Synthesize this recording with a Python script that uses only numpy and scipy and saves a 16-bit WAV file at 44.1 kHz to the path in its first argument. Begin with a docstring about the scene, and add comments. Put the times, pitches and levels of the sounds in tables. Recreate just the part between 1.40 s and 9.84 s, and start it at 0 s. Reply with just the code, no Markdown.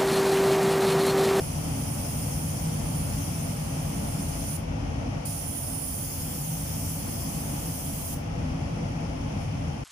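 """In a closed paint booth, a painter sprays the side of a car in two long pulls of the trigger.
The air jet is patchy filtered noise, changing colour and loudness as the gun sweeps along the panel.
The booth adds a short tail of echoes, and a faint scuff follows as the painter shifts.
Extraction fans run throughout: noise shaped by the booth's standing waves, plus a wavering hum.
Two microphone ports colour the treble, and the recorder's gain control turns all down under the spray."""
import sys
import numpy as np
from scipy import signal
from scipy.fft import rfft, irfft
from scipy.io import wavfile
from scipy.ndimage import uniform_filter1d

SR = 44100
rng = np.random.default_rng(int(sys.argv[2]) if len(sys.argv) > 2 else 0)


def pcm_store(signal):
    """Save signal as 16-bit PCM."""
    levels = np.round(np.clip(np.atleast_2d(signal), -1, 1) * 32767)
    wavfile.write(sys.argv[1], SR, levels.astype(np.int16).T)


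N = 372204
TIME = np.arange(N) / SR  # s
FREQ = np.fft.rfftfreq(N, 1 / SR)  # Hz

# basic colour of the air jet: (frequency [Hz], relative level [dB per Hz])
JET_COLOUR = [(300, -100), (1000, -87), (2000, -92), (3200, -80.5), (3950, -84.5), (4500, -82.5),
              (6500, -84), (8000, -84.5), (10000, -86), (12500, -87.5), (15500, -87.5)]
# reflection off the panel that cancels a narrow band on the right as the gun works
# round the wheel arch: (time [s], frequency [Hz], depth [dB])
PANEL_NOTCH = [(4.5, 9600, 0), (4.9, 9700, -8), (5.3, 9250, -4), (5.9, 9370, -8), (6.2, 9700, -5),
               (6.45, 9300, -5), (6.75, 9550, -12)]


def jet(level_db=-1.5, pivot_hz=9000, beams_from_hz=5500, glint_hz=9860, glint_width_hz=650,
        notch_width_hz=190, patchy_db=2.0, bands_db=0.6):
    """Air rushing from the nozzle makes noise, its colour shifting as the gun sweeps along the panel."""
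    hz, t, noise = signal.stft(rng.standard_normal((2, N)), SR, nperseg=512)
    hz = hz[:, None]
    loud_db, bright, lean_db, lift_db = sweep(t)

    # the treble beams forward, so it grows as the nozzle turns towards the listener
    octaves = np.log2(np.maximum(hz, beams_from_hz) / pivot_hz)
    colour_db = read(JET_COLOUR, hz) + bright * octaves

    # the glint is a bright band on the right
    glint_db = lift_db * np.exp(-0.5 * ((hz - glint_hz) / glint_width_hz) ** 2)
    notch_hz, depth_db = follow(PANEL_NOTCH, t)
    notch_db = depth_db * np.exp(-0.5 * ((hz - notch_hz) / notch_width_hz) ** 2)
    left_db = colour_db + lean_db / 2
    right_db = colour_db - lean_db / 2 + glint_db + notch_db

    # the paint breaks up unevenly, so patches of the hiss flare
    patches_db = patchy_db * drift(noise.shape, size=(8, 6))
    # near reflections add and cancel in fine, faint wandering bands
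    wander_db = bands_db * drift(noise.shape, size=(4, 40))

    shaped = noise * gain_of(np.array([left_db, right_db]) + patches_db + wander_db)
    hiss = evened(signal.istft(shaped, SR)[1][:, :N])
    return hiss * gain_of(level_db + np.interp(TIME, t, loud_db)) * trigger()


# the gun as it sweeps along the panel:
# (time [s], aim towards the listener [dB], lean, left minus right [dB])
GUN_AIM = [(0, -0.5, 0), (.14, -3.5, -1), (.28, -1.5, 0), (.55, -0.3, 0), (.82, 1.5, -0.5),
           (1.15, -0.8, -0.5), (1.38, -3.5, 1), (1.6, -1.2, -0.5), (1.9, -1, 0), (2.25, -5, -2),
           (2.45, -4.7, -2), (2.75, -2.5, -3.5), (2.95, -2.5, -0.5), (3.14, 2, -0.8), (3.87, 3.5, -3),
           (4.06, 1, -2), (4.17, 5, -1), (4.29, 3.5, -2), (4.55, 6, 1), (4.85, 5, 0.5), (5.08, 5.5, 1),
           (5.18, 3.5, 1.5), (5.34, 2.5, 0), (5.5, 5, 0.5), (5.64, 2, 0.5), (5.88, 3, 1), (6.13, 1, 0),
           (6.33, 3.5, 0), (6.48, 3, 0), (6.72, 5, -0.5)]
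# trigger pulls, also played by trigger(): (opens [s], closes [s], base hiss level [dB],
# base brightness [dB per octave], glint lift at opening [dB], glint fade time [s])
PULLS = [(-.1, 3.166, -38.5, 2, 3, 1.7), (3.847, 6.744, -39.5, 1.65, 4.5, 0.96)]


def sweep(t, beam_db_per_octave=0.73, wobble_db=0.25):
    """The more the wobbling hand aims the gun at the listener, the louder and brighter the latest pull."""
    pulls = np.array(PULLS)
    latest = np.maximum(np.searchsorted(pulls[:, 0], t, side="right") - 1, 0)
    start, _, loud_db, bright, lift_db, fade_s = pulls[latest].T

    aim_db, lean_db = follow(GUN_AIM, t)
    aim_db = aim_db + wobble_db * drift((1, len(t)), size=(1, 18))[0]

    brightness = bright + beam_db_per_octave * aim_db
    glint_lift_db = lift_db * np.exp(-(t - start) / fade_s)
    return loud_db + aim_db, brightness, lean_db, glint_lift_db


def trigger(open_s=0.0098, close_s=0.0027, spurt_db=2.0, spurt_s=0.022):
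    """The valve opens with a spurt of stored pressure, and shuts off very quickly."""
    flow = np.zeros(N)
    for start, stop, *_ in PULLS:
        since = np.maximum(TIME - start, 0)
        after = np.maximum(TIME - stop, 0)
        valve = np.minimum(since / open_s, 1) ** 2 * np.exp(-after / close_s)
        flow += valve * gain_of(spurt_db * np.exp(-since / spurt_s))
    return flow


# faint scuff as the painter shifts: (time [s], level [dB], half length [s])
SCUFFS = [(8.02, -62, 0.029)]


def scuffs(low_hz=5000, high_hz=12000):
    """Rubbing makes a short, soft swish of high noise that swells and fades."""
    band = signal.butter(2, [low_hz, high_hz], "band", fs=SR, output="sos")
    swish = evened(signal.sosfilt(band, rng.standard_normal((2, N))))
    level = np.zeros(N)
    for middle, level_db, half_s in SCUFFS:
        level += gain_of(level_db) * np.exp(-0.5 * ((TIME - middle) / half_s) ** 2)
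    return swish * level


# reverberation of the booth: (frequency [Hz], time to fall by 60 dB [s])
BOOTH_DECAY = [(1000, 0.2), (6000, 0.3), (10000, 0.24), (15000, 0.25)]


def booth(x, wet_db=-3, count=48):
    """The metal walls return dense, quickly dying echoes, whose pattern shifts steadily all the time."""
    # each tail is noise that dies away at its own rate for each frequency
    hz, t, noise = signal.stft(rng.standard_normal((count, 2, SR // 3)), SR, nperseg=256)
    fade = np.exp(-np.log(1000) * t / read(BOOTH_DECAY, hz)[:, None])
    tails = signal.istft(noise * fade, SR)[1]
    tails /= np.linalg.norm(tails, axis=-1, keepdims=True)

    # crossfade from each tail to the next
    place = np.linspace(0, count - 1, N)
    room = np.zeros((2, N + SR))
    for k, tail in enumerate(tails):
        near = np.flatnonzero(abs(place - k) < 1)
        share = np.sqrt(1 - abs(place[near] - k))
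        echo = signal.fftconvolve(x[:, near] * share, tail, axes=1)
        room[:, near[0]:near[0] + echo.shape[1]] += echo

    wet = gain_of(wet_db)
    return (x + wet * room[:, :N]) / np.sqrt(1 + wet ** 2)


# basic colour of the extraction fans: (frequency [Hz], relative level [dB per Hz])
FAN_COLOUR = [(15, -83), (40, -62), (150, -55.5), (250, -61.5), (320, -69.5), (750, -71.5), (1000, -76),
              (1500, -81.5), (2500, -80), (3300, -83), (4000, -87.5), (5800, -92), (7500, -99.5),
              (10000, -106.5), (15000, -114.3), (15600, -135)]
# standing waves of the booth, and the nulls between them:
# (frequency [Hz], width [Hz], left [dB], right [dB])
BOOTH_MODES = [(53.3, 7.7, 9, 10.5), (85.5, 6.3, 12.5, 11), (91.1, 4.6, -12.5, -18), (98.1, 6.1, 6.5, 8.5),
               (113, 11.4, 0, 0.5), (146, 13.8, 6, 5), (161.7, 11.5, 8, 7), (180.7, 17.8, -3, -7),
               (192, 6, -2, -2.5), (197.3, 8, 0.5, 1.5), (210, 9.1, 0, 4), (240, 22, -1.5, -0.5),
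               (257, 10, 2, 1.5), (269.9, 14.2, 6.5, 7), (284, 11.9, 7.5, 8.5), (293, 12.4, -6, -4.5),
               (334, 18, 3, 5.5), (430, 32, -6, -5), (451.2, 14, 7.5, 10), (494.7, 20, 9, -7),
               (520, 17, -4, -3), (554, 22, 3, 2), (586, 40, 5, 0), (638, 19, -0.5, -5), (677.6, 23, 9, -2),
               (732, 13, 2, -1), (750, 16, 3, 3), (785, 18, 1.5, 2.5), (816, 12, 10, 5), (862, 16, 4, 7),
               (903, 40, 1, -2)]
# side the fans are heard from: (frequency [Hz], left minus right [dB])
FAN_LEAN = [(30, 3.5), (60, 3.2), (120, 0.8), (200, -1), (350, 1), (550, -0.6), (900, 5), (1500, 0.5)]
# likeness of the fan noise at the two ports: (frequency [Hz], correlation [-1 to 1])
LIKENESS = [(60, 0.99), (170, 0.98), (305, 0.87), (400, -0.63), (560, 0.06), (740, -0.19), (1420, 0.1),
            (1630, -0.62), (2200, -0.15), (5000, -0.026)]
# slow relative level of the fans' bass, whose drone column also guides hum():
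# (time [s], deepest rumble [dB], throb [dB], drone [dB])
FAN_BASS = [(0.0, 1, -1.5, 0), (0.6, -1.5, 0.0, 0.5), (1.05, 3, 0, 2), (1.35, 1, -1.5, 2.5),
            (1.7, 4, 2, 1.2), (2.0, -3.5, -2, 1.5), (2.8, 3.5, -1.5, 1.5), (3.0, 6, -2, -4),
            (3.1, -3, -1, -1), (3.4, 8, 1, -5), (3.9, -1, -1, -2), (4.8, 2, -0.5, -2.5), (5.1, -1, -8, 4.5),
            (5.2, 4, -3, 0.5), (5.4, 0, 2.5, -1.5), (6.0, 1.5, -4.5, 0.5), (6.8, 2, -1, -1.5),
            (7.0, 3, 0.5, -1), (7.6, 0, -2.5, 0), (7.8, 5, -2.5, -5.5), (8.15, -3, 1.5, 2),
            (8.42, 1, -1.5, -4.5)]
# slow relative level of the fans' rush: (time [s], level [dB])
FAN_RUSH = [(0, 0), (.4, 0.6), (.9, 0.5), (1.2, 0.1), (1.55, 0.57), (2.0, -1.1), (2.6, 0.5), (3.1, 0),
            (3.5, 1.6), (3.9, -0.4), (4.3, 1), (4.7, -0.5), (5.45, -0.1), (6.05, 1), (6.7, -0.1),
            (6.95, 0.6), (7.9, 0.8), (8.12, -0.94), (8.35, 0.5)]


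def fans(deep_hz=68, low_hz=125, high_hz=190, hiss_hz=1300, deep_db=0.5, throb_db=2.0,
         drone_db=0.5, rush_db=1.26, hiss_db=1.0, swell_db=0.47):
    """Turbulent air drives the booth's standing waves: rumble, throb, drone, wide rush and hiss."""
    # two noises, partly alike at the two ports
    a, b = rfft(rng.standard_normal((2, N))) * np.sqrt(SR / 2)
    same = np.clip(read(LIKENESS, FREQ), -1, 1)
    air = np.array([a, same * a + np.sqrt(1 - same ** 2) * b])
    half_lean_db = np.array([[0.5], [-0.5]]) * read(FAN_LEAN, FREQ)
    air *= gain_of(read(FAN_COLOUR, FREQ) + resonances_db(BOOTH_MODES) + half_lean_db)

    # each low-pass keeps what lies below its edge; differences between them give the bands
    deep, low, high, top = (1 / (1 + (FREQ / hz) ** 12) for hz in (deep_hz, low_hz, high_hz, hiss_hz))

    # the draught swells and slackens a little, at random
    draught_db = swell_db * drift((1, N), size=(1, 20000))[0]
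    rumble_curve, throb_curve, drone_curve = follow(FAN_BASS, TIME)
    rush_curve = follow(FAN_RUSH, TIME)[0]

    rumble = ride(irfft(air * deep, N), draught_db + rumble_curve, size=12000)
    throb = ride(irfft(air * (low - deep), N), draught_db + throb_curve, size=9000)
    drone = ride(irfft(air * (high - low), N), draught_db + drone_curve, size=7000)
    rush = irfft(air * (top - high), N) * evened(gain_of(draught_db + rush_curve))
    hiss = irfft(air * (1 - top), N) * evened(gain_of(draught_db))

    bass = gain_of(deep_db) * rumble + gain_of(throb_db) * throb + gain_of(drone_db) * drone
    return bass + gain_of(rush_db) * rush + gain_of(hiss_db) * hiss


def hum(hz=161.4, level_db=-41, waver_hz=1.97, waver_db=1.1):
    """The fan blades add a slightly wavering note that follows the drone's level curve."""
    pitch_drift, level_drift = drift((2, N), size=(1, 9000))
    turns = np.cumsum(hz + waver_hz * pitch_drift) / SR
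    drone_curve = follow(FAN_BASS, TIME)[2]
    note = np.sqrt(2) * np.sin(2 * np.pi * turns)  # rms of 1
    return note * gain_of(level_db + drone_curve + waver_db * level_drift)


def gain_control(x, sense_hz=10500, knee_db=-38, slope=0.55, react_s=0.022, recover_db_per_s=11):
    """The recorder turns everything down as treble grows and recovers slowly: rumble sinks under hiss."""
    high_pass = signal.butter(2, sense_hz, "high", fs=SR, output="sos")
    treble = signal.sosfilt(high_pass, x)
    keep = np.exp(-1 / (react_s * SR))
    power = signal.lfilter([1 - keep], [1, -keep], (treble ** 2).mean(0))
    wanted_cut_db = slope * 10 * np.log10(1 + power / gain_of(knee_db) ** 2)

    # the cut may rise at once, but falls no faster than the recovery rate
    recovery_db = recover_db_per_s * TIME
    cut_db = np.maximum.accumulate(wanted_cut_db + recovery_db) - recovery_db
    return x / gain_of(cut_db)


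def gain_of(db):
    """Turns decibels into amplitude."""
    return 10 ** (np.asarray(db) / 20)


def evened(x):
    """Scales to an rms of 1."""
    return x / np.sqrt(np.mean(x ** 2) + 1e-20)


def read(points, hz):
    """Joins (frequency, value) points by straight lines on a log-frequency axis."""
    f, value = np.transpose(points)
    return np.interp(np.log(hz + 1), np.log(f + 1), value)


def follow(rows, t):
    """Joins (time, value, ...) rows by straight lines: one curve for each value column."""
    s, *columns = np.transpose(rows)
    return [np.interp(t, s, column) for column in columns]


def resonances_db(modes):
    """Adds up bell-shaped peaks and dips into a left and right response in dB."""
    total_db = np.zeros((2, len(FREQ)))
    for hz, width, left, right in modes:
        total_db += np.array([[left], [right]]) / (1 + (2 * (FREQ - hz) / width) ** 2)
    return total_db


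def drift(shape, size):
    """Smooths random noise into a field of rms 1, averaging over the given size in each direction."""
    field = uniform_filter1d(rng.standard_normal(shape), size[0], axis=-2)
    return evened(uniform_filter1d(field, size[1], axis=-1))


def ride(x, level_db, size):
    """Makes the slow level of a noise follow a curve about its own mean level."""
    power = uniform_filter1d((x ** 2).mean(0), size)
    return x * np.sqrt(power.mean() / (power + 1e-20)) * evened(gain_of(level_db))


def scene():
    """Gun and painter sound in the booth, over the fans."""
    return booth(jet() + scuffs()) + fans() + hum()


# resonances of the microphone ports: (frequency [Hz], width [Hz], left [dB], right [dB])
PORTS = [(3180, 450, 3, 0), (3790, 1100, -7, -8), (5245, 450, 6.5, -1), (6230, 1540, 9, -2),
         (7250, 250, 1.5, 1), (7850, 380, -4, -2), (8500, 400, 3, 0), (9170, 330, 0, 2.5),
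         (9760, 2300, -0.5, 13), (9890, 470, 1, 3), (11030, 200, -6, 2.5), (11600, 400, 1.5, 0.5),
         (12450, 3900, 2, 3), (14200, 400, -1.5, -3), (14700, 1050, 8.5, 6.5)]


def record(dry, edge_hz=15350):
    """The ports colour each side; then come gain control and the band limit."""
    soft_ends = np.minimum(np.minimum(TIME, TIME[::-1]) / 0.004, 1)  # 4 ms fades
    coloured = irfft(rfft(dry * soft_ends) * gain_of(resonances_db(PORTS)), N)
    band_limit = signal.firwin(401, edge_hz, window=("kaiser", 9), fs=SR)
    return signal.oaconvolve(gain_control(coloured), band_limit[None], "same")


dry = scene()
out = record(dry)
pcm_store(out)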